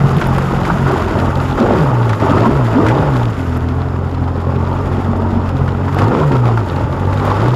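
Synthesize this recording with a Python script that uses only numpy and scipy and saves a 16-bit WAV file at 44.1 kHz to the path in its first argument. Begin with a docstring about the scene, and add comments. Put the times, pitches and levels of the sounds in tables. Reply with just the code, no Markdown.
"""Slow personal watercraft, heard from its stern

A personal watercraft crosses a lake with five blips of throttle. Harmonics of the shaft frequency, shaped
by pipe resonances, form the drone of its twin-cylinder exhaust. Filtered noise and bubble resonances,
pulsed by the same shaft, give the ragged puffs, glugs and surging churn of the wake. Random impacts make
the patter of spray, shaped noise the splashes and knocks, and two wavering sinusoids a faint drive whine."""
import sys
import numpy as np
from scipy import signal
from scipy.fft import rfft, irfft
from scipy.io import wavfile

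SR = 44100
rng = np.random.default_rng(int(sys.argv[2]) if len(sys.argv) > 2 else 0)


def materialize(psi):
    """Save the field psi as 16-bit PCM at rate SR to the path in sys.argv[1].

    A 1-D psi becomes a single channel; in a 2-D psi each row is a channel.
    """
    bounded = np.clip(np.atleast_2d(psi).T, -1, 1)
    quanta = np.round(bounded * 32767).astype(np.int16)
    wavfile.write(sys.argv[1], SR, quanta)


N = 333004
TIME = np.arange(N) / SR  # s

# fizz of the foam, before its flicker: t/s, level/dB
FOAM = [(0.05, -49.5), (0.46, -47.5), (3.5, -52.5), (3.8, -58.5), (4.35, -61), (4.7, -55.5), (5.82, -58.5),
        (5.94, -51), (7.02, -56.5), (7.27, -49), (7.5, -55)]
# steady churning of the wake: t/s, level/dB
WAKE = [(0, -20.5), (1.1, -22.5), (1.5, -23), (2.15, -36), (2.6, -21), (3.2, -22.5), (3.35, -28.5),
        (4.3, -28), (4.55, -24.5), (5.4, -26), (6.95, -24.5), (7.55, -21)]
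# relative spectral density of each kind of water noise: f/Hz, level/dB
CHURN_COLOUR = [(260, -5), (400, -1), (540, -3), (750, -3), (930, 0.5), (1020, -4), (1090, -2), (1350, -6),
                (1650, -22.5), (2200, -28)]
SPRAY_COLOUR = [(1000, 8.5), (1960, 6), (2230, 0.5), (2600, 1), (3700, -4.5), (4200, -11.5), (4600, -7.5),
                (5400, -11), (6300, -20.5), (6950, -13), (7700, -21)]
FOAM_COLOUR = [(5000, -2), (7000, 4), (8500, -7), (9700, -5.5), (10700, 0), (11700, -2.5), (13200, -11),
               (15200, -9.5), (16000, -22)]
GURGLE_COLOUR = [(100, 6), (135, 3.5), (195, 4.5), (285, 2.5), (350, 0), (420, 2.5), (540, -9.5)]
RUMBLE_COLOUR = [(30, 5.3), (45, 13.4), (62, 13), (100, 7.7)]
# large gulps of exhaust gas: t/s, starting f/Hz, ending f/Hz, length/s, peak level/dB
GLUGS = [(.155, 165, 143, 0.051, -8), (.68, 157, 188, 0.087, -10.5), (0.741, 208, 237, 0.047, -15),
         (0.924, 374, 390, 0.035, -13), (1.601, 221, 243.7, 0.04, -8), (1.76, 166.5, 155, 0.094, -9.5),
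         (2.195, 115, 110, 0.07, -12.5), (2.286, 275.3, 287, 0.045, -9.5), (2.462, 204, 253, 0.043, -5),
         (2.741, 217, 321, 0.071, -6.5), (2.97, 148, 161, 0.062, -14), (6.825, 106, 85, 0.033, -5)]
# slaps and splashes: t/s, bright crash level/dB, dark slap level/dB
SPLASHES = [(0.211, -20.5, -12.5), (0.379, -24, -12.5), (0.649, -23, -22), (0.698, -35, -10.5),
            (1.577, -38, -16.5), (2.092, -20, -24), (2.129, -26, -18), (2.198, -31, -22), (2.511, -39, -28),
            (2.378, -22.5, -36), (2.863, -20.5, -17), (2.883, -19, -30), (3.425, -36, -38), (4.5, -41, -34),
            (5.677, -30, -18), (5.879, -31, -15), (5.923, -29.5, -33), (5.985, -20.5, -17),
            (6.316, -31, -24), (6.572, -28, -13.5), (7.126, -29.5, -22), (7.308, -31, -14.5),
            (7.458, -28, -17)]
# brief high ticks of single drops: t/s, starting level/dB
DROPS = [(.169, -36), (0.27, -34), (.382, -34), (0.919, -39), (3.57, -41), (5.945, -38), (7.252, -37)]
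# air pockets clapping shut: t/s, starting f/Hz, peak level/dB
PLOPS = [(1.665, 710, -5), (1.708, 650, -1.5), (2.979, 870, -6.5), (5.968, 734, -7), (6.14, 433, -17),
         (6.15, 980, -2.5), (7.244, 703, -11)]
# surges of white water: t/s, attack/s, length/s, release/s, churn level/dB, gurgle level/dB (before its
# share of the flow), growth while it lasts/(dB/s)
SURGES = [(0.645, 0.042, 0.043, 0.013, -16.5, -30, -6), (0.851, 0.021, 0.062, 0.22, -17, -20, -1),
          (1.12, 0.053, 0.052, 0.15, -22, -14.5, -17), (1.555, 0.034, 0.15, 0.57, -19, -16.5, 14),
          (2.192, 0.029, 0.27, 0.075, -14.5, -16.5, -10.5), (2.694, 0.055, 0.38, 0.033, -18.5, -15.5, -6),
          (4.8, 0.078, 0.5, .15, -41, -19.5, -16), (5.927, 0.07, 0.15, 0.055, -17.5, -22, -6),
          (6.097, 0.022, 0.14, 0.017, -16, -14.5, -15), (6.303, 0.013, 0.057, 0.018, -18.5, -14.5, -9),
          (6.415, 0.052, 0.079, 0.049, -20, -17, 5), (6.732, 0.054, 0.099, 0.031, -25, -40, -8),
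          (7.15, 0.096, 0.33, 0.016, -20, -20, -1)]
# firing note at idle speed, before chokes: t/s, rms level/dB
FIRING = [(0, -34), (.13, -23.5), (.8, -27), (1.18, -20), (1.45, -21.5), (1.6, -32), (1.95, -19.5),
          (2.7, -20), (2.9, -21.5), (3.25, -20.5), (3.7, -18), (4.3, -20), (4.75, -18), (6.5, -18.5),
          (6.7, -21.5), (6.97, -24), (7.06, -13.5), (7.55, -18)]
# third shaft order at idle speed, before flutter: t/s, rms level/dB
THIRD = [(.06, -13), (.2, -19.5), (.35, -14), (.7, -24), (.85, -15.5), (1.05, -31), (1.44, -16.5),
         (1.6, -24.5), (3.3, -21.5), (3.5, -21.5), (4.21, -21), (4.33, -24), (4.5, -20), (5.45, -28),
         (5.56, -15.5), (5.73, -23.5), (5.96, -18.5), (6.2, -24)]
# fourth shaft order relative to the third: t/s, level/dB
FOURTH = [(0, -19), (.25, -13), (.65, -3), (.9, -25.5), (7.55, -13)]
# resonances of exhaust and muffler, before tuning: f/Hz, half width/Hz, gain at the peak/dB
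PIPE = [(76.4, 16, -17.5), (241.3, 23.7, -17.5), (400.5, 13.7, -27), (786, 270, -38)]
# tuning of those resonances as water rises and falls in the pipe: t/s, frequency ratio
PIPE_TUNING = [(.4, 0.85), (1.3, 1.043), (4.2, 1.023), (5.35, 0.981), (6.2, 1.035)]
# change of the growl as the outlet dips and clears: t/s, level/dB
OUTLET = [(0, -2), (.7, -3.5), (1.05, -6), (1.75, -1.5), (2.05, -7), (2.6, -2), (3.25, -2.5), (3.6, -4),
          (4.4, -5), (5.35, 0), (5.7, -3.5), (7.55, -8.5)]
# water smothers the outlet and chokes the firing note: t/s, half length/s, depth/dB
CHOKES = [(1.723, 0.093, 2.5), (2.493, 0.033, 13), (3.02, 0.032, 9), (6.145, 0.045, 19), (6.322, .014, 17),
          (7.24, 0.048, 4)]
# thin tones of the drive, before their wavering: f/Hz, peak level/dB
WHINE = [(4425, -66), (5160, -62)]
# shaft speed between blips: t/s, f/Hz
IDLE = [(0, 46.2), (.3, 44.65), (.8, 45.75), (1.0, 43.93), (3.37, 44.38), (3.58, 41.18), (3.85, 43.75),
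        (4.08, 44.22), (4.22, 42.9), (4.6, 44.67), (5.35, 46.43), (5.53, 44.49), (5.95, 46.1), (6.9, 43.84),
        (7.08, 47.83), (7.55, 52.83)]
# blips of throttle: start t/s, rise/s, coast/s, speed gained/Hz
BLIPS = [(1.6, .18, 0.42, 34.2), (2.29, 0.26, 0.24, 28.8), (2.78, 0.25, 0.33, 34.6), (5.99, .21, .475, 33),
         (7.381, 0.11, 0.63, 11)]
# how every blip runs down: share of the coast, share of the gained speed left
COAST = [(0, 1), (.17, .76), (.43, .48), (.82, .34), (1, 0)]

RISE_CURVE = 1.15  # exponent above 1: the shaft picks up slowly at first
LIFT_DB, LIFT_HZ = 7, 6.9  # the firing note grows by this much over the first few Hz above idle
LULL_DB, LULL_LEAD_S, LULL_S = 8, 0.014, 0.034  # the engine quietens just before settling to idle
THIRD_DB_PER_OCTAVE = -21.5  # the third order fades as the shaft speeds up
THROB_DB, STEADYING = 2.0, 0.55  # firings differ in strength; share of this lost while coasting
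BARK_HZ, BARK_WIDTH_HZ, BARK_DB = 370, 200, -23.5  # broad rasp of the pipe on open throttle
CLATTER_DB, CLATTER_S = -36.5, 0.0013  # rms level and decay of the knocks
# layers following the wake: (dB when the wake is at WAKE_REF_DB, dB gained per dB of wake)
GURGLE, RUMBLE, SPRAY = (-23, 0.3), (-29, 0.68), (-36.5, 0.45)
WAKE_REF_DB, FOAM_REF_DB = -26.5, -54
SPRAY_PER_FOAM_DB = 0.53  # more droplets fall while the foam is fresh
THROWN_DB = -13.5  # spray thrown up by a surge, relative to its churn
CLEAR_DB = 2  # a coasting engine blows cleanly, with this much less gurgle
PLOP_CYCLES = 0.58  # cycles until a plop is loudest
SPLASH_T60_S, SPLASH_RISE_S = 0.059, 0.0032
PATS_PER_S, PAT_S, PAT_DB = 30, 0.002, -12  # rate, decay, and level relative to the spray
EDGE_HZ = 15750  # upper limit of the whole sound


def amp(db):
    """Level to amplitude ratio: 20 dB per factor of ten."""
    return 10 ** (np.asarray(db) / 20)


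def unit(x):
    """Normalisation to an rms value of 1."""
    return x / np.sqrt(np.mean(x ** 2) + 1e-20)


def curve(table):
    """Linear interpolation of a timed table, sample by sample."""
    return np.interp(TIME, *np.transpose(table))


def hump(s, width_s):
    """Gaussian bump of height 1 around a moment."""
    return np.exp(-((TIME - s) / width_s) ** 2)


def add(mix, s, sound):
    """Superposition of a sound starting at a given time."""
    part = mix[max(round(s * SR), 0):][:len(sound)]
    part += sound[:len(part)]


def colour(x, points):
    """Minimum-phase filtering: the Hilbert transform of log gain gives a causal response; rms 1 out."""
    size = 8192
    hz, db = np.transpose(points)
    octave = np.log2(np.abs(np.fft.fftfreq(size, 1 / SR)) + 1)
    knots = np.log2(hz)
    outside = np.abs(octave - np.clip(octave, knots[0], knots[-1]))
    # 24 dB per octave of fall past either end
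    gain_db = np.maximum(np.interp(octave, knots, db) - 24 * outside, -100)
    log_gain = np.log(amp(gain_db))
    response = np.fft.ifft(np.exp(np.conj(signal.hilbert(log_gain)))).real[:size // 2]
    return unit(signal.oaconvolve(x, response)[:len(x)])


def wander(hz):
    """Low-passed random fluctuation, rms 1, with a Gaussian roll-off at the given rate."""
    s = np.arange(0, N / SR + 1, 0.001)
    f = np.fft.rfftfreq(len(s), s[1])
    spectrum = rfft(rng.standard_normal(len(s))) * np.exp(-(f / hz) ** 2)
    return np.interp(TIME, s, unit(irfft(spectrum, len(s))))


def band_noise(lo_hz, hi_hz):
    """Band-pass filtered white noise, rms 1."""
    sos = signal.butter(3, [lo_hz, hi_hz], "band", fs=SR, output="sos")
    return unit(signal.sosfilt(sos, rng.standard_normal(N)))


def patter(per_s, spread_db):
    """Random impulse train: many small impacts and a few large, rms 1."""
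    size = amp(spread_db * np.minimum(rng.exponential(1, N), 5))
    hits = rng.random(N) < per_s / SR
    return unit(size * rng.choice([-1, 1], N) * hits)


def bubbles(lo_hz, hi_hz, per_s, cycles, spread_db, count):
    """Bubble resonance: many sizes ring and decay, each rising in pitch as it nears the surface."""
    out = np.zeros(N)
    for hz in np.geomspace(lo_hz, hi_hz, count):
        age = np.arange(0, 5, hz / (cycles * SR))  # in decay times
        ring = np.exp(-age) * np.sin(2 * np.pi * cycles * (age + 0.0469 * age ** 2))
        for when, size, side in rng.random((int(per_s * N / SR / count), 3)):
            level = amp(-spread_db * np.log(size + 0.046)) * np.sqrt(hz / lo_hz)
            add(out, when * N / SR, np.sign(side - 0.5) * level * ring)
    return unit(out)


def puffs(turns, depth, lag):
    """Pulsating gas flow: two puffs a turn, one cylinder blowing harder than the other."""
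    angle = 2 * np.pi * (turns - lag)
    return unit(np.exp(depth * (np.cos(2 * angle) + 0.5 * np.cos(angle))))


def with_wake(db, slope):
    """Level dependence: gain of a layer that rises and falls with the wake."""
    return amp(db + slope * (curve(WAKE) - WAKE_REF_DB))


def whine():
    """Amplitude and frequency modulation: two thin tones of the drive come and go."""
    out = np.zeros(N)
    for hz, db in WHINE:
        phase = 2 * np.pi * np.cumsum(hz + 36 * wander(120)) / SR
        out += amp(db + 3.5 * wander(28)) * np.sin(phase)
    return out


def pats():
    """Exponentially decaying noise bursts: fat drops land with short taps."""
    hits = (rng.random(N) < PATS_PER_S / SR) * amp(3 * np.minimum(rng.exponential(1, N), 3))
    burst = signal.lfilter([1], [1, -np.exp(-1 / (PAT_S * SR))], hits)
    return amp(PAT_DB) * unit(burst * band_noise(1500, 4200))


def spray(surge):
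    """Random impact noise: droplets rain on the lake and seethe where they land; the foam fizzes."""
    plinks = bubbles(1250.0, 6160, per_s=700, cycles=13.5, spread_db=2.0, count=36)
    impacts = patter(per_s=4500, spread_db=4.0)
    droplets = colour(impacts + rng.standard_normal(N) + 0.33 * plinks, SPRAY_COLOUR)
    fizz = colour(patter(per_s=3700, spread_db=5.0) + 0.83 * rng.standard_normal(N), FOAM_COLOUR)
    seethe = band_noise(1163, 1506)
    gusts = amp(1.3 * wander(30))
    froth = amp(1.5 * wander(28))
    steady = with_wake(*SPRAY) * amp(SPRAY_PER_FOAM_DB * (curve(FOAM) - FOAM_REF_DB))
    falling = np.hypot(steady, amp(THROWN_DB) * surge)
    return gusts * (falling * (droplets + seethe + pats()) + amp(curve(FOAM)) * froth * fizz)


def splashes():
    """Transient noise with exponential decay: sheets of water slap and crash; a few drops tick."""
    bright, dark, ticks = np.zeros((3, N))
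    t = TIME[:SR // 4]
    rise = np.minimum(t / SPLASH_RISE_S, 1)
    shape = rise * np.exp(-np.log(1000) * np.maximum(t - SPLASH_RISE_S, 0) / SPLASH_T60_S)
    for s, crash_db, slap_db in SPLASHES:
        add(bright, s, amp(crash_db) * shape)
        add(dark, s, amp(slap_db) * shape)
    for s, peak_db in DROPS:
        add(ticks, s, amp(peak_db) * np.exp(-t / 0.0032))
    crash_colour = [(1800, 19.0), (3000, 5.5), (5800, -3.5), (12000, -18.0)]  # f/Hz, level/dB
    crash = colour(patter(per_s=4000, spread_db=1.5), crash_colour)
    return bright * crash + dark * band_noise(800, 1420) + ticks * band_noise(8300, 14000)


def plops():
    """Cavity resonance: a pocket of air trapped by falling water claps shut and rings a few cycles."""
    out = np.zeros(N)
    t = TIME[:SR // 20]
    for s, hz, db in PLOPS:
        age = t * hz / PLOP_CYCLES
        envelope = age * np.exp(1 - age)
        add(out, s, amp(db) * envelope * np.sin(2 * np.pi * hz * t * (1 + 0.0032 * age)))
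    return out


def glugs():
    """Resonance of one large bubble: the pitch of each gulp slides as the bubble changes shape."""
    out = np.zeros(N)
    for s, start_hz, end_hz, length, db in GLUGS:
        hz = np.linspace(start_hz, end_hz, int(length * SR))
        swell = np.sin(np.pi * np.linspace(0, 1, len(hz)) ** 0.85)
        add(out, s, amp(db) * swell * np.sin(2 * np.pi * np.cumsum(hz) / SR))
    return out


def surges():
    """Addition of powers: surges swell, grow or sag, then die away; gives gains of churn and gurgle."""
    power = np.zeros((2, N))
    t = TIME[:SR]
    for s, attack, length, release, churn_db, gurgle_db, growth in SURGES:
        swell = np.minimum(t / attack, 1) * amp(growth * np.minimum(t, length))
        shape = swell * np.exp(-np.maximum(t - length, 0) / release)
        add(power[0], s, (amp(churn_db) * shape) ** 2)
        add(power[1], s, (amp(gurgle_db) * shape) ** 2)
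    return np.sqrt(power)


def gurgle(turns, surge):
    """Collapse of gas pockets: pulsed low impacts under the stern, over the rumble of the wake."""
    impacts = patter(per_s=900, spread_db=2.0) * puffs(turns, depth=0.52, lag=0.0049)
    pockets = colour(impacts, GURGLE_COLOUR)
    rumble = colour(rng.standard_normal(N), RUMBLE_COLOUR)
    flow = np.hypot(with_wake(*GURGLE), surge)
    share = (flow / np.max(flow)) ** 0.45  # gentle flow leaves in the drone rather than in pockets
    return flow * share * pockets + with_wake(*RUMBLE) * rumble


def churn(turns, surge):
    """Modulated flow noise: exhaust bursts through the jet's white water, tearing it into bubbles."""
    torn = patter(per_s=7000, spread_db=1) * amp(3.5 * wander(55))
    ringing = bubbles(292.4, 2180, per_s=900, cycles=3.45, spread_db=3.0, count=32)
    water = (torn + 0.6 * ringing) * puffs(turns, depth=0.1, lag=0.034)
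    # the heaving lake surface returns a shifting reflection
    delay_s = 0.00349 + 0.00048 * wander(1.27)
    reflected = np.interp(TIME - delay_s, TIME, water)
    return np.hypot(amp(curve(WAKE)), surge) * colour(water + 0.36 * reflected, CHURN_COLOUR)


def clatter(turns, shaft_hz):
    """Structure-borne impacts: four knocks a turn through the hull, of random strength, one favoured."""
    knock, since = np.divmod(4 * turns, 1)
    strength = amp(4 * rng.standard_normal(N)[knock.astype(int)] + 4 * (knock % 4 == 0))
    decaying = strength * np.exp(-since / (4 * shaft_hz * CLATTER_S))
    return amp(CLATTER_DB) * colour(decaying * rng.standard_normal(N), [(450, 0), (1300, -2)])


def throttle():
    """Rotational inertia: blips wind the shaft up, then it coasts; gives added Hz, lull dB, coasting 0-1."""
    extra_hz, lull_db, coasting = np.zeros((3, N))
    for start, rise, coast, gain_hz in BLIPS:
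        top = start + rise
        wound_up = np.clip((TIME - start) / rise, 0, 1) ** RISE_CURVE
        run_down = np.clip((TIME - top) / coast, 0, 1)
        extra_hz += gain_hz * wound_up * np.interp(run_down, *np.transpose(COAST))
        lull_db += LULL_DB * hump(top + coast - LULL_LEAD_S, LULL_S)
        coasting += np.minimum(2 * np.sin(np.pi * run_down), 1)
    return extra_hz, lull_db, coasting


def growl(turns, shaft_hz, count):
    """Resonant amplification: shaft orders swell as they slide through the pipe's resonances."""
    angle = 2 * np.pi * turns + 0.059 * wander(52)  # each firing comes slightly early or late
    tuning = curve(PIPE_TUNING) * (1 + 0.025 * wander(11.5))
    load = sum(hump(start + 0.76 * rise, 0.67 * rise) for start, rise, _, _ in BLIPS)
    out = np.zeros(N)
    for k in [1, *range(4, count)]:
        power = np.zeros(N)
        for hz, width, db in PIPE:
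            power += (amp(db) / (1 + ((k * shaft_hz - hz * tuning) / width) ** 2)) ** 2
        bark = load * amp(BARK_DB) / (1 + ((k * shaft_hz - BARK_HZ) / BARK_WIDTH_HZ) ** 2)
        gain = np.hypot(np.sqrt(power), bark)
        scatter = 2 * np.pi * rng.random()  # the muffler smears each pulse
        flutter = amp(2.2 * wander(20)) * np.cos(k * angle + scatter + 0.25 * wander(25))
        out += gain * flutter
    # 2 dB louder per octave of shaft speed
    return out * amp(curve(OUTLET) + 2 * np.log2(shaft_hz / np.min(shaft_hz)))


def drone(turns, note_db, third_db):
    """Harmonic synthesis: a firing note, and two orders from unequal cylinders fluttering under water."""
    angle = 2 * np.pi * turns
    note = amp(curve(FIRING) + note_db) * np.cos(2 * angle)
    third, fourth = (amp(2.2 * wander(18)) * np.sin(k * angle + 0.3 * wander(30)) for k in (3, 4))
    upper = amp(curve(THIRD) + third_db) * (third + amp(curve(FOURTH)) * fourth)
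    return np.sqrt(2) * (note + upper)


def scene():
    """Common excitation: one shaft drives exhaust and pulsing water; surges swell the wake."""
    extra_hz, lull_db, coasting = throttle()
    choke_db = sum(db * hump(s, half_s) for s, half_s, db in CHOKES)
    shaft_hz = curve(IDLE) + extra_hz
    turns = np.cumsum(shaft_hz * (1 + 0.00747 * wander(19.92))) / SR

    white_water, gas = surges()
    water = spray(white_water) + splashes() + plops() + glugs()
    water += amp(-CLEAR_DB * coasting) * gurgle(turns, gas) + churn(turns, white_water)

    note_db = LIFT_DB * np.tanh(extra_hz / LIFT_HZ) - choke_db
    third_db = THIRD_DB_PER_OCTAVE * np.log2(shaft_hz / curve(IDLE))
    throb_db = THROB_DB * (1 - STEADYING * coasting) * wander(61)
    engine = growl(turns, shaft_hz, count=28) + drone(turns, note_db, third_db)
    exhaust = amp(throb_db - lull_db) * engine
    return (whine() + water + clatter(turns, shaft_hz) + exhaust)[None]


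def record(dry):
    """Soft saturation and low-pass filtering: peaks are rounded, the ends faded, the band limited."""
    rounded = dry / (1 + dry ** 8) ** (1 / 8)
    faded = rounded * signal.windows.tukey(N, 0.0008)
    low_pass = signal.firwin(511, EDGE_HZ, window=("kaiser", 9), fs=SR)
    return signal.oaconvolve(faded, low_pass[None], "same")


dry = scene()
out = record(dry)
materialize(out)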